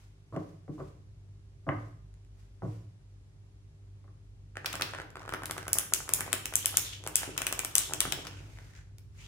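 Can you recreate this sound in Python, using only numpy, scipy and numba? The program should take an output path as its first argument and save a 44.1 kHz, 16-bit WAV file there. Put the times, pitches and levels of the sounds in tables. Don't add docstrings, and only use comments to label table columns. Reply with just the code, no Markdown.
import sys
import numpy as np
from scipy import signal
from scipy.fft import rfft, irfft
from scipy.io import wavfile
from numba import njit

SR = 44100
rng = np.random.default_rng(int(sys.argv[2]) if len(sys.argv) > 2 else 0)


def file_out(sig):
    cols = np.atleast_2d(sig).T
    lim = np.clip(cols, -1, 1)
    pcm = np.round(lim * 32767).astype(np.int16)
    wavfile.write(sys.argv[1], SR, pcm)


N = 408807

SNAPS = [(4.6587, -37, 8000, -24.5, 4600, -27, -36, -1), (4.7287, -25, 8000, -34, 3500, -40, -36, 4),
         (4.7535, -25, 7500, -38, 3200, -25.5, -28, -6), (4.8102, -25, 11000, -34, 2200, -27.5, -22, -1),
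         (4.820, -31, 8000, -22.5, 4100, -36, -26, 1), (5.291, -34, 11000, -47, 2800, -29.5, -27.5, 6),
         (5.3365, -30, 11000, -35, 2500, -25, -20, 0.5), (5.4336, -32.5, 11000, -55, 3000, -30, -27, 2),
         (5.4562, -19.5, 10500, -38, 4200, -36, -35, 3.5), (5.5096, -16.5, 10500, -34, 3500, -26, -26, 0),
         (5.5792, -26.5, 9000, -40, 3000, -30.5, -27, 3.5), (5.68, -21, 10500, -41, 2800, -30.5, -26, -0.5),
         (5.7306, -2, 11000, -34, 4400, -42.5, -41, 0), (5.785, -4.5, 10300, -31, 3800, -31.5, -32, 5),
         (5.936, -2, 7700, -27, 4600, -28.5, -35, 3), (6.091, -17, 10500, -36, 2600, -34, -25, 0),
         (6.136, -1, 10000, -31, 3600, -35.5, -35, 2), (6.2065, -14.5, 9000, -31, 2000, -30, -25, 1),
         (6.329, -7, 8000, -23.5, 3700, -39.5, -25, 5), (6.4557, -15, 7000, -31, 2800, -47, -35, 0),
         (6.5372, -24, 8500, -36.5, 3000, -31, -32, 7), (6.5549, -1.5, 7200, -34, 3300, -44, -43.5, 3),
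         (6.6578, -3, 10200, -28, 3200, -32.5, -39, 2.5), (6.7703, 0.5, 6900, -24.5, 3500, -47.5, -45, 0.5),
         (7.074, -17, 8500, -39, 2600, -41.5, -28, 1), (7.1559, -.5, 8400, -32, 2900, -48.5, -48, 4),
         (7.3772, -13, 6300, -26, 2600, -35.5, -31, 3), (7.4176, -15.5, 7000, -31, 2600, -31, -26, 7),
         (7.467, -10.5, 8300, -25, 2700, -39, -29.5, 2), (7.5253, -13, 7500, -30.5, 2500, -31.5, -24.5, 3),
         (7.5914, -10.5, 7500, -29, 2600, -36.5, -28, 2.5), (7.6473, -13, 8000, -34, 2800, -33.5, -29, 3),
         (7.7532, -.5, 7400, -25.5, 3200, -44, -35, 3.5), (7.7811, -2, 8700, -30, 3900, -34.5, -35, 6.5),
         (7.935, -12, 7500, -31, 3100, -29, -29, 4.5), (8.0043, -3.5, 8800, -21, 3700, -45, -32, 2),
         (8.122, -14, 8500, -24, 3800, -40, -27, 5), (8.269, -56, 6500, -38, 5400, -37, -33, 6.5),
         (8.983, -40.5, 9500, -55, 4800, -69, -61, 0)]
# time in seconds, level in dB, low-pass corner in Hz, tick
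# level in dB, table ring against the blow in dB, settling delay in seconds, its level in dB, its corner
# in Hz, grazing time in seconds, last graze level in dB, boom level in dB.
KNOCKS = [(0.3625, -9.5, 760, -33, -1, .011, -13, 450, 0.038, -17.5, -64),
          (0.679, -23.5, 650, -46, 0, .0133, -14, 400, 0.0002, -60, -63),
          (0.801, -17, 1220, -34, -2.5, .0133, -14.5, 400, 0.022, -22.5, -60),
          (1.690, -6, 2070, -10, -1, .011, -14, 400, .023, -10.5, -36),
          (1.720, -16, 2000, -23, -1, .011, -18, 600, 0.0002, -60, -60),
          (2.621, -15, 850, -40, -4, .011, -10.5, 560, 0.00077, -60, -37),
          (2.650, -15.5, 680, -46, -6, .011, -17, 300, 0.00077, -60, -56),
          (4.042, -40, 2020, -50, -4, .0133, -53, 400, 0.0029, -70, -82),
          (4.079, -39.5, 2000, -46, -10, .0133, -52, 400, 0.0058, -70, -87)]
# frequency in Hz, gain in dB.
CARD_FRICTION = [(300, -22.5), (1000, -11), (2000, -4), (3500, -4.5), (4600, -5.5), (6600, -0.5),
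                 (9000, -11), (15000, -24.5)]
# frequency in Hz, gain in dB.
SKIN_FRICTION = [(700, 2), (2000, 2.5), (4000, -2.5), (6500, -1.5), (9500, -8), (12000, -10),
                 (16000, -21.5)]


def snaps(crack_gain_db=7, clack_gain_db=21.2, lead=256):
    # frequency in Hz, gain in dB.
    edge_left = [(300, -36), (1500, -35), (4200, -15.5), (5500, -4), (7200, 0.5), (10800, 0), (12500, -9),
                 (15400, -11), (16500, -35)]
    edge_right = [(300, -29), (1500, -29), (4200, -15.5), (5500, -.5), (7200, -1.5), (10500, -5),
                  (12000, -4.5), (13500, -1), (15300, 1.5), (16500, -26)]
    card_body = [(200, -15), (600, -11), (1500, 1), (2400, 3.5), (3400, 2), (4400, -5), (5400, -0.5),
                 (6500, -6.5), (9000, -6), (16000, -12.5)]
    out = np.zeros((2, N))
    for s, crack_db, crack_hz, clack_db, clack_hz, _, _, pan_db in SNAPS:
        flutter_s = 0.0028 * np.exp(0.3 * rng.standard_normal())
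        crack = burst(decay_s=.00036, ring_db=-22, ring_s=.0012, alike=1, rise_s=.0003, peak_s=.00093)
        crack = whiten(np.pad(crack, ((0, 0), (lead, 0))), .7)
        left, right = crack + from_db(-3) * resonate(crack, crack_hz, width_hz=2400)
        edge = unit_energy(np.array([colour(left, edge_left), colour(right, edge_right)]))
        flex = burst(decay_s=.0005, ring_db=7, ring_s=flutter_s, alike=-.3, rise_s=.0005, peak_s=.00085)
        clack = colour(whiten(flex, .4), card_body)
        body = unit_energy(clack + from_db(1) * resonate(clack, clack_hz, width_hz=900))
        pan = from_db([[pan_db / 2], [-pan_db / 2]])
        add(out, s - lead / SR, from_db(crack_db + crack_gain_db) * edge * pan)
        add(out, s, from_db(clack_db + clack_gain_db) * body * pan)
    return out


def catches(gain_db=13, rebound_s=.011, rebound_db=-27.5):
    # time in seconds, level in dB.
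    thumb_catches = [(.3625, -49.5), (2.14, -56), (2.248, -60), (4.909, -43), (4.949, -43), (5.017, -42),
                     (5.103, -45), (5.1555, -44), (5.17, -47), (5.194, -41), (5.345, -37), (5.628, -34.5),
                     (6.264, -35.5), (6.319, -36), (7.038, -33.5), (7.055, -41.5), (7.064, -28),
                     (7.147, -43.5), (7.232, -30.5), (7.367, -38.5), (8.251, -33)]
    out = np.zeros((2, N))
    rebounds = [(s + delay_s, crack_db + rebound_db - rng.uniform(0, 12))
                for s, crack_db, *_ in SNAPS
                for delay_s in rebound_s * np.cumsum(rng.uniform(0.56, 2, 2))]
    for s, db in list(thumb_catches) + rebounds:
        tick = colour(burst(decay_s=.0007, ring_db=-16.5, ring_s=.003, alike=.7), SKIN_FRICTION)
        add(out, s, from_db(db + gain_db) * unit_energy(tick))
    return out


def landings(lead_s=.0135, slap_lag_s=.0095, softer=.85, riffle_start_s=4.56, fall_hz_per_s=60):
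    # time in seconds, first-touch level in dB, pat level in
    # dB, low-pass corner in Hz.
    drops = [(.3628, -60, -45, 3300), (4.5685, -37.5, -24.5, 2250), (4.948, -26.5, -26.5, 2000),
             (4.999, -27.5, -27.5, 1890), (5.016, -48, -33, 1900), (5.1685, -30.5, -31, 1870),
             (5.217, -39, -35.5, 1608), (5.252, -42, -36, 1660), (5.345, -36, -27, 1700),
             (5.7675, -30.5, -30, 1762), (5.835, -44.5, -42, 1630), (6.003, -42.5, -31.5, 1550),
             (6.186, -49.5, -35.5, 1500), (6.2635, -46, -34.5, 2440), (6.277, -46.5, -30, 1090),
             (6.337, -36, -27, 390), (6.741, -37.5, -29, 1580), (7.064, -41.5, -28, 649),
             (7.231, -35, -24.5, 1820), (7.29, -29, -28, 444), (7.909, -34, -31.5, 1187),
             (7.947, -33, -35, 493), (8.052, -35, -21.5, 1400), (8.075, -35, -31, 258),
             (8.188, -37.5, -32.5, 689), (8.586, -46, -39.5, 2530)]
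    for s, _, _, clack_db, _, touch_db, pat_db, _ in SNAPS:
        corner_hz = 1900 - fall_hz_per_s * (s - riffle_start_s)
        yield s - lead_s, touch_db, corner_hz * softer
        yield s, pat_db, corner_hz
        yield s + slap_lag_s * rng.uniform(.85, 1.2), clack_db - 7.5, corner_hz * softer
    for s, touch_db, pat_db, corner_hz in drops:
        yield s - lead_s, touch_db, corner_hz * softer
        yield s, pat_db, corner_hz


def pats(gain_db=13.7, cavity_db=3.5):
    out = np.zeros((2, N))
    for s, db, corner_hz in landings():
        slap = burst(decay_s=.0015, ring_db=-12, ring_s=.0038, alike=.92, peak_s=.00075)
        pat = colour(soften(whiten(slap, .7), corner_hz), card_spectrum_of_pat())
        cavity_hz = .88 * corner_hz * rng.uniform(0.75, 1.12)
        cavity = from_db(cavity_db) * resonate(pat, cavity_hz, width_hz=380)
        add(out, s, from_db(db + gain_db) * unit_energy(pat + cavity))
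    return out


def card_spectrum_of_pat():
    # frequency in Hz, gain in dB.
    pat_spectrum = [(60, -4.5), (150, 2.5), (220, -7), (320, 1.5), (520, 1), (900, -.5), (1450, -.5),
                    (1850, 0), (2600, -.5), (4000, -.5), (12000, 10)]
    return pat_spectrum


def contacts(graze_gap_s=.0105, graze_step_db=1.5, graze_hz=950):
    for s, db, corner_hz, tick_db, ring_db, *settling, graze_s, graze_db, _ in KNOCKS:
        settle_s, settle_db, settle_hz = settling
        count = round(graze_s / graze_gap_s)
        for k in range(count):
            early_s = graze_s * (1 - k / count * rng.uniform(.8, 1.1))
            weaker_db = (count - 1 - k) * graze_step_db
            yield s - early_s, graze_db - weaker_db, graze_hz, tick_db - 31, ring_db
        yield s, db, corner_hz, tick_db, ring_db
        yield s + settle_s, settle_db, settle_hz, tick_db - 15.5, ring_db


def knocks(wood_db=-5, thud_db=11, tick_gain_db=6, thud_s=.011, tick_s=.0012, size=12000):
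    # frequency in Hz, level in dB, 60 dB decay time in seconds.
    table_modes = [(122, -18, 0.14), (156, -20, 0.18), (243.3, -30, 0.092), (292.5, -19, 0.075),
                   (329.7, -20.5, 0.068), (390, -31.5, 0.05), (434.6, -29, 0.097), (567, -23.5, 0.056),
                   (647, -27.5, 0.055), (1050, -27.5, 0.03), (1185, -23.5, 0.027), (1900, -29, .015),
                   (2170, -27.5, .015), (2900, -30, .012)]
    # frequency in Hz, gain in dB.
    thud_spectrum = [(60, -51.5), (130, 15), (165, 14), (220, 0), (310, 9), (480, 5), (730, 4.5),
                     (880, -4.5), (1060, 5.5), (1200, 5), (1320, 1), (1550, -4), (2200, -21), (2500, -32),
                     (2950, -25), (3600, -30), (8000, -48)]
    tick_spectrum = [(300, -14), (850, 3), (1200, 6), (1600, 0), (2150, -1), (2500, -12), (2950, -13),
                     (3600, -32), (7000, -46), (15000, -61)]
    out, t = np.zeros((2, N)), np.arange(size) / SR
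    hz, mode_db, t60 = np.transpose(table_modes)[:, :, None]
    modes = from_db(mode_db - 60 * t / t60) * np.sin(2 * np.pi * hz * t)
    for s, db, corner_hz, tick_db, ring_db in contacts():
        strengths = from_db(2 * rng.standard_normal(len(modes))) * (-1) ** np.arange(len(modes))
        wood = from_db(wood_db + ring_db) * (strengths @ modes)
        landing = unit_energy(stereo(rng.standard_normal((2, size)), .87) * np.exp(-t / thud_s))
        thud = from_db(thud_db) * colour(landing, thud_spectrum)
        edges = stereo(rng.standard_normal((2, size)), .79) * np.exp(-t / tick_s)
        add(out, s, from_db(db) * soften(wood + thud, corner_hz))
        add(out, s, from_db(tick_db + tick_gain_db) * unit_energy(colour(edges, tick_spectrum)))
    return out


def boom(hz=110.1, decay_s=0.11, rise_s=0.0081):
    out, t = np.zeros((2, N)), np.arange(16000) / SR
    swing = np.sin(2 * np.pi * hz * t) * np.exp(-t / decay_s) * (1 - np.exp(-t / rise_s))
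    for s, *_, db in KNOCKS:
        add(out, s, from_db(db) * swing)
    return out


def slides(gain_db=-4, resonance_db=11, width_hz=560, grain_db=4):
    # start and length in seconds, level in dB, first and last pitch in Hz.
    moves = [(4.664, 0.074, -44, 2580, 2200), (6.092, 0.23, -53, 2050, 2600), (6.581, 0.2, -43, 3000, 3400),
             (6.842, .1, -43, 3730, 3200), (7.164, 0.062, -40, 3280, 2700),
             (7.297, 0.42, -54.5, 2670, 3600), (7.795, 0.07, -39.5, 3000, 3600),
             (8.04, 0.11, -44, 3400, 2950), (8.191, .04, -49.5, 3450, 2850), (8.282, 0.12, -57, 2900, 2500),
             (8.508, 0.21, -64.5, 2200, 1800), (8.759, 0.023, -58.5, 1700, 1600),
             (9.193, .07, -52.5, 2200, 3310)]
    t = np.arange(N) / SR
    strokes = np.array([stroke(*row[:3], attack_s=.012, release_s=.039) for row in moves])
    gain = strokes.sum(axis=0)
    glides = np.array([np.interp(t, [s, s + length_s], ends_hz) for s, length_s, _, *ends_hz in moves])
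    hz = (glides * strokes).sum(axis=0) / gain
    grains = stereo(rng.standard_normal((2, N)), 0) * from_db(grain_db * drift(250))
    rub = colour(grains, CARD_FRICTION)
    ring = np.array([moving_resonance(side, hz, width_hz) for side in rub])
    return from_db(gain_db) * gain * rms_one(rub + from_db(resonance_db) * ring)


def creaks(slips_per_s=55, pitch_hz=1500, tick_db=-21):
    # start in seconds, length in seconds, level in dB.
    spells = [(4.874, 0.12, -55), (5.195, 0.13, -58.5), (5.575, 0.25, -56), (7.19, .08, -55),
              (8.285, 0.117, -63.5), (8.59, 0.22, -70.5)]
    gain = sum(stroke(*row, attack_s=.015, release_s=.02) for row in spells)
    impulses = (rng.random(N) < slips_per_s / SR) * rng.uniform(.4, 1, N)
    slips = impulses * stereo(rng.choice([-1., 1.], (2, N)), .5)
    hollow = resonate(slips, pitch_hz, width_hz=280)
    return gain * rms_one(hollow + from_db(tick_db) * colour(slips, CARD_FRICTION))


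def grip(gain_db=-4, slips_per_s=220, spread_db=4):
    # time in seconds, level in dB.
    pressure = [(4.54, -70), (4.66, -50), (5.3, -56.5), (5.6, -54), (6.75, -49.5), (6.95, -59),
                (7.07, -51.5), (7.7, -55), (8.25, -45), (8.5, -55.5), (9.1, -76), (9.22, -61.5)]
    # frequency in Hz, gain in dB.
    finger_spectrum = [(50, 2), (130, 6.5), (165, 4), (210, -11.5), (310, -1.5), (500, -7), (900, -14),
                       (1400, -22), (2200, -25.5), (4000, -36.5), (12000, -51.5)]
    onsets = rng.random(N) < slips_per_s / SR
    strengths = from_db(spread_db * np.clip(rng.standard_normal(N), -2, 2))
    slips = onsets * strengths * stereo(rng.choice([-1., 1.], (2, N)), .8)
    return from_db(in_time(pressure) + gain_db) * rms_one(colour(slips, finger_spectrum))


def brushes(gain_db=-2, grain_db=2):
    # start in seconds, length in seconds, level in dB.
    moves = [(0, 0.02, -66.5), (0.352, 0.13, -67), (0.733, 0.14, -67), (1.693, .17, -68),
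             (2.39, .01, -70.5), (2.651, 0.11, -65), (8.397, 0.3, -62.5), (9.18, 0.057, -61)]
    gain = sum(stroke(*row, attack_s=.031, release_s=.069) for row in moves)
    grain = from_db(gain_db + grain_db * drift(120))
    return gain * grain * rms_one(colour(rng.standard_normal((2, N)), SKIN_FRICTION))


def room(x, build_s=0.008, diffuse_hz=450, right_lag_s=.00011, size=24000, bands=20):
    # frequency in Hz, 60 dB decay time in seconds.
    decay_times = [(100, 0.5), (400, 0.5), (1200, 0.5), (3000, 0.5), (7000, 0.42), (11000, 0.36),
                   (16000, 0.27)]
    # frequency in Hz, level against the direct sound in dB.
    tail_levels = [(100, -1), (400, -2), (1200, -3.5), (3000, -5), (5000, -5), (7000, -8.5), (11000, -7.5),
                   (16000, -6.5)]
    # left delay in seconds, right delay in seconds, gain in dB.
    reflections = [(.0077, 0.0078, -14.5), (0.0108, 0.0091, -14.5), (0.0113, .0126, -23.5),
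                   (.0186, .0178, -21), (0.024, .0252, -21.5)]
    t = np.arange(size) / SR
    response = np.zeros((2, 2, size))
    edges = np.geomspace(60, 18000, bands + 1)
    build_up = 1 - np.exp(-(t / build_s) ** 4)
    for noise, low, high in zip(rng.standard_normal((bands, 2, 2, size)), edges, edges[1:]):
        hz = np.sqrt(low * high)
        paths = np.array([stereo(pair, 1 / (1 + (hz / diffuse_hz) ** 4)) for pair in noise])
        band = signal.sosfilt(signal.butter(2, [low, high], "band", fs=SR, output="sos"), paths)
        band *= from_db(-60 * t / at_hz(decay_times, hz)) * build_up
        response += unit_energy(band) * np.sqrt((high - low) / SR) * from_db(at_hz(tail_levels, hz))
    for left_s, right_s, db in reflections:
        response[0, 0, int(left_s * SR)] += from_db(db)
        response[1, 1, int(right_s * SR)] += from_db(db)
    reflected = signal.oaconvolve(x[:, None], response, axes=2).sum(axis=0)[:, :N]
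    direct = np.array([x[0], np.roll(x[1], round(right_lag_s * SR))])
    return direct + reflected


def mains_hum(mains_hz=49.37, level_db=-55, waver_db=2, waver_rad=0.14):
    # harmonic number, relative level in dB.
    harmonics = [(1, -6), (2, -1), (3, -15), (4, -22), (6, -26), (8, -23.5)]
    hum, t = np.zeros(N), np.arange(N) / SR
    for order, db in harmonics:
        amplitude = np.sqrt(2) * from_db(level_db + db + waver_db * drift(3.1))
        hum += amplitude * np.sin(2 * np.pi * order * mains_hz * t + waver_rad * drift(4))
    return hum


def room_air(gain_db=-54.5, diffuse_hz=450, rumble_hz=200):
    # frequency in Hz, gain in dB.
    air_spectrum = [(20, -47), (34, -30.5), (48, 10), (75, 3), (88, 0), (100, 13), (130, -1.5), (155, 2),
                    (180, -18.5), (280, -16.5), (450, -25), (700, -30), (1500, -34.5), (6500, -39.5),
                    (11500, -46.5), (13000, -67.5)]
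    # time in seconds, level against its usual level in dB.
    rumble_levels = [(0, -6), (.5, -4), (.9, 0), (2.3, -2.5), (5.1, -1.5), (7.4, -1), (8.3, 1.5),
                     (9.27, 3.5)]
    mid, side = colour(rng.standard_normal((2, N)), air_spectrum)
    side = 0.27 * side + signal.sosfilt(signal.butter(2, diffuse_hz, "high", fs=SR, output="sos"), side)
    air = rms_one(np.array([mid + side, mid - side]))
    rumble = signal.sosfiltfilt(signal.butter(2, rumble_hz, fs=SR, output="sos"), air)
    return from_db(gain_db) * (air + (from_db(in_time(rumble_levels)) - 1) * rumble)


def burst(decay_s, ring_db, ring_s, alike, rise_s=.0002, peak_s=0.000908, size=1024):
    t = np.arange(size) / SR - peak_s
    fall = np.exp(-abs(t) / decay_s) + from_db(ring_db) * np.exp(-abs(t) / ring_s)
    return stereo(rng.choice([-1., 1.], (2, size)), alike) * fall * np.exp(np.minimum(t, 0) / rise_s)


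def stroke(start_s, length_s, db, attack_s, release_s):
    t = np.arange(N) / SR - start_s
    log_gain = np.minimum(t, 0) / attack_s - np.maximum(t - length_s, 0) / release_s
    return from_db(db) * np.exp(np.maximum(log_gain, -20))


def whiten(x, share):
    length = x.shape[-1]
    spectrum = rfft(x, 2 * length)
    power = abs(spectrum) ** 2
    return irfft(spectrum / (power + .05 * power.mean()) ** (share / 2))[..., :length]


def colour(x, spectrum, size=8192):
    hz = np.arange(size // 2 + 1) * SR / size
    cepstrum = irfft(np.log(from_db(at_hz(spectrum, hz))))
    cepstrum[1:size // 2] *= 2
    cepstrum[size // 2 + 1:] = 0
    response = irfft(np.exp(rfft(cepstrum)))[:size // 2]
    return signal.fftconvolve(x, response.reshape((1,) * (x.ndim - 1) + (-1,)))[..., :x.shape[-1]]


def soften(x, hz):
    return signal.sosfilt(signal.butter(2, hz, fs=SR, output="sos"), x)


def resonate(x, hz, width_hz):
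    return signal.lfilter(*signal.iirpeak(hz, hz / width_hz, fs=SR), x)


@njit
def moving_resonance(x, hz, width_hz):
    y, r = np.zeros(len(x)), np.exp(-np.pi * width_hz / SR)
    for i in range(2, len(x)):
        feedback = 2 * r * np.cos(2 * np.pi * hz[i] / SR) * y[i - 1] - r * r * y[i - 2]
        y[i] = (1 - r * r) / 2 * (x[i] - x[i - 2]) + feedback
    return y


def stereo(noise, alike):
    mid, side = np.sqrt(1 + alike) * noise[0], np.sqrt(1 - alike) * noise[1]
    return np.array([mid + side, mid - side]) / np.sqrt(2)


def drift(rate):
    knots = rng.standard_normal(N // 100)
    return np.interp(np.arange(N) / SR * rate, np.arange(len(knots)), knots)


def in_time(curve):
    return np.interp(np.arange(N) / SR, *np.transpose(curve))


def at_hz(points, hz):
    f, value = np.transpose(points)
    return np.interp(np.log(np.maximum(hz, 1)), np.log(f), value)


def from_db(db):
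    return 10 ** (np.asarray(db) / 20)


def rms_one(x):
    return x / np.sqrt(np.mean(x ** 2) + 1e-20)


def unit_energy(x):
    return x / np.sqrt(np.sum(x ** 2, axis=-1, keepdims=True) + 1e-20)


def add(out, s, sound):
    i = int(s * SR)
    out[..., i:i + sound.shape[-1]] += sound[..., :N - i]


def scene():
    squaring = knocks() + boom() + brushes()
    riffle = snaps() + catches() + pats() + creaks() + slides() + grip()
    return room(squaring + riffle) + mains_hum() + room_air()


def record(dry, low_cut_hz=38, high_cut_hz=16400):
    thinned = signal.sosfilt(signal.butter(6, low_cut_hz, "high", fs=SR, output="sos"), dry)
    clipped = np.clip(thinned, -1, 1)
    return signal.sosfilt(signal.ellip(10, .1, 70, high_cut_hz, fs=SR, output="sos"), clipped)


dry = scene()
out = record(dry)
file_out(out)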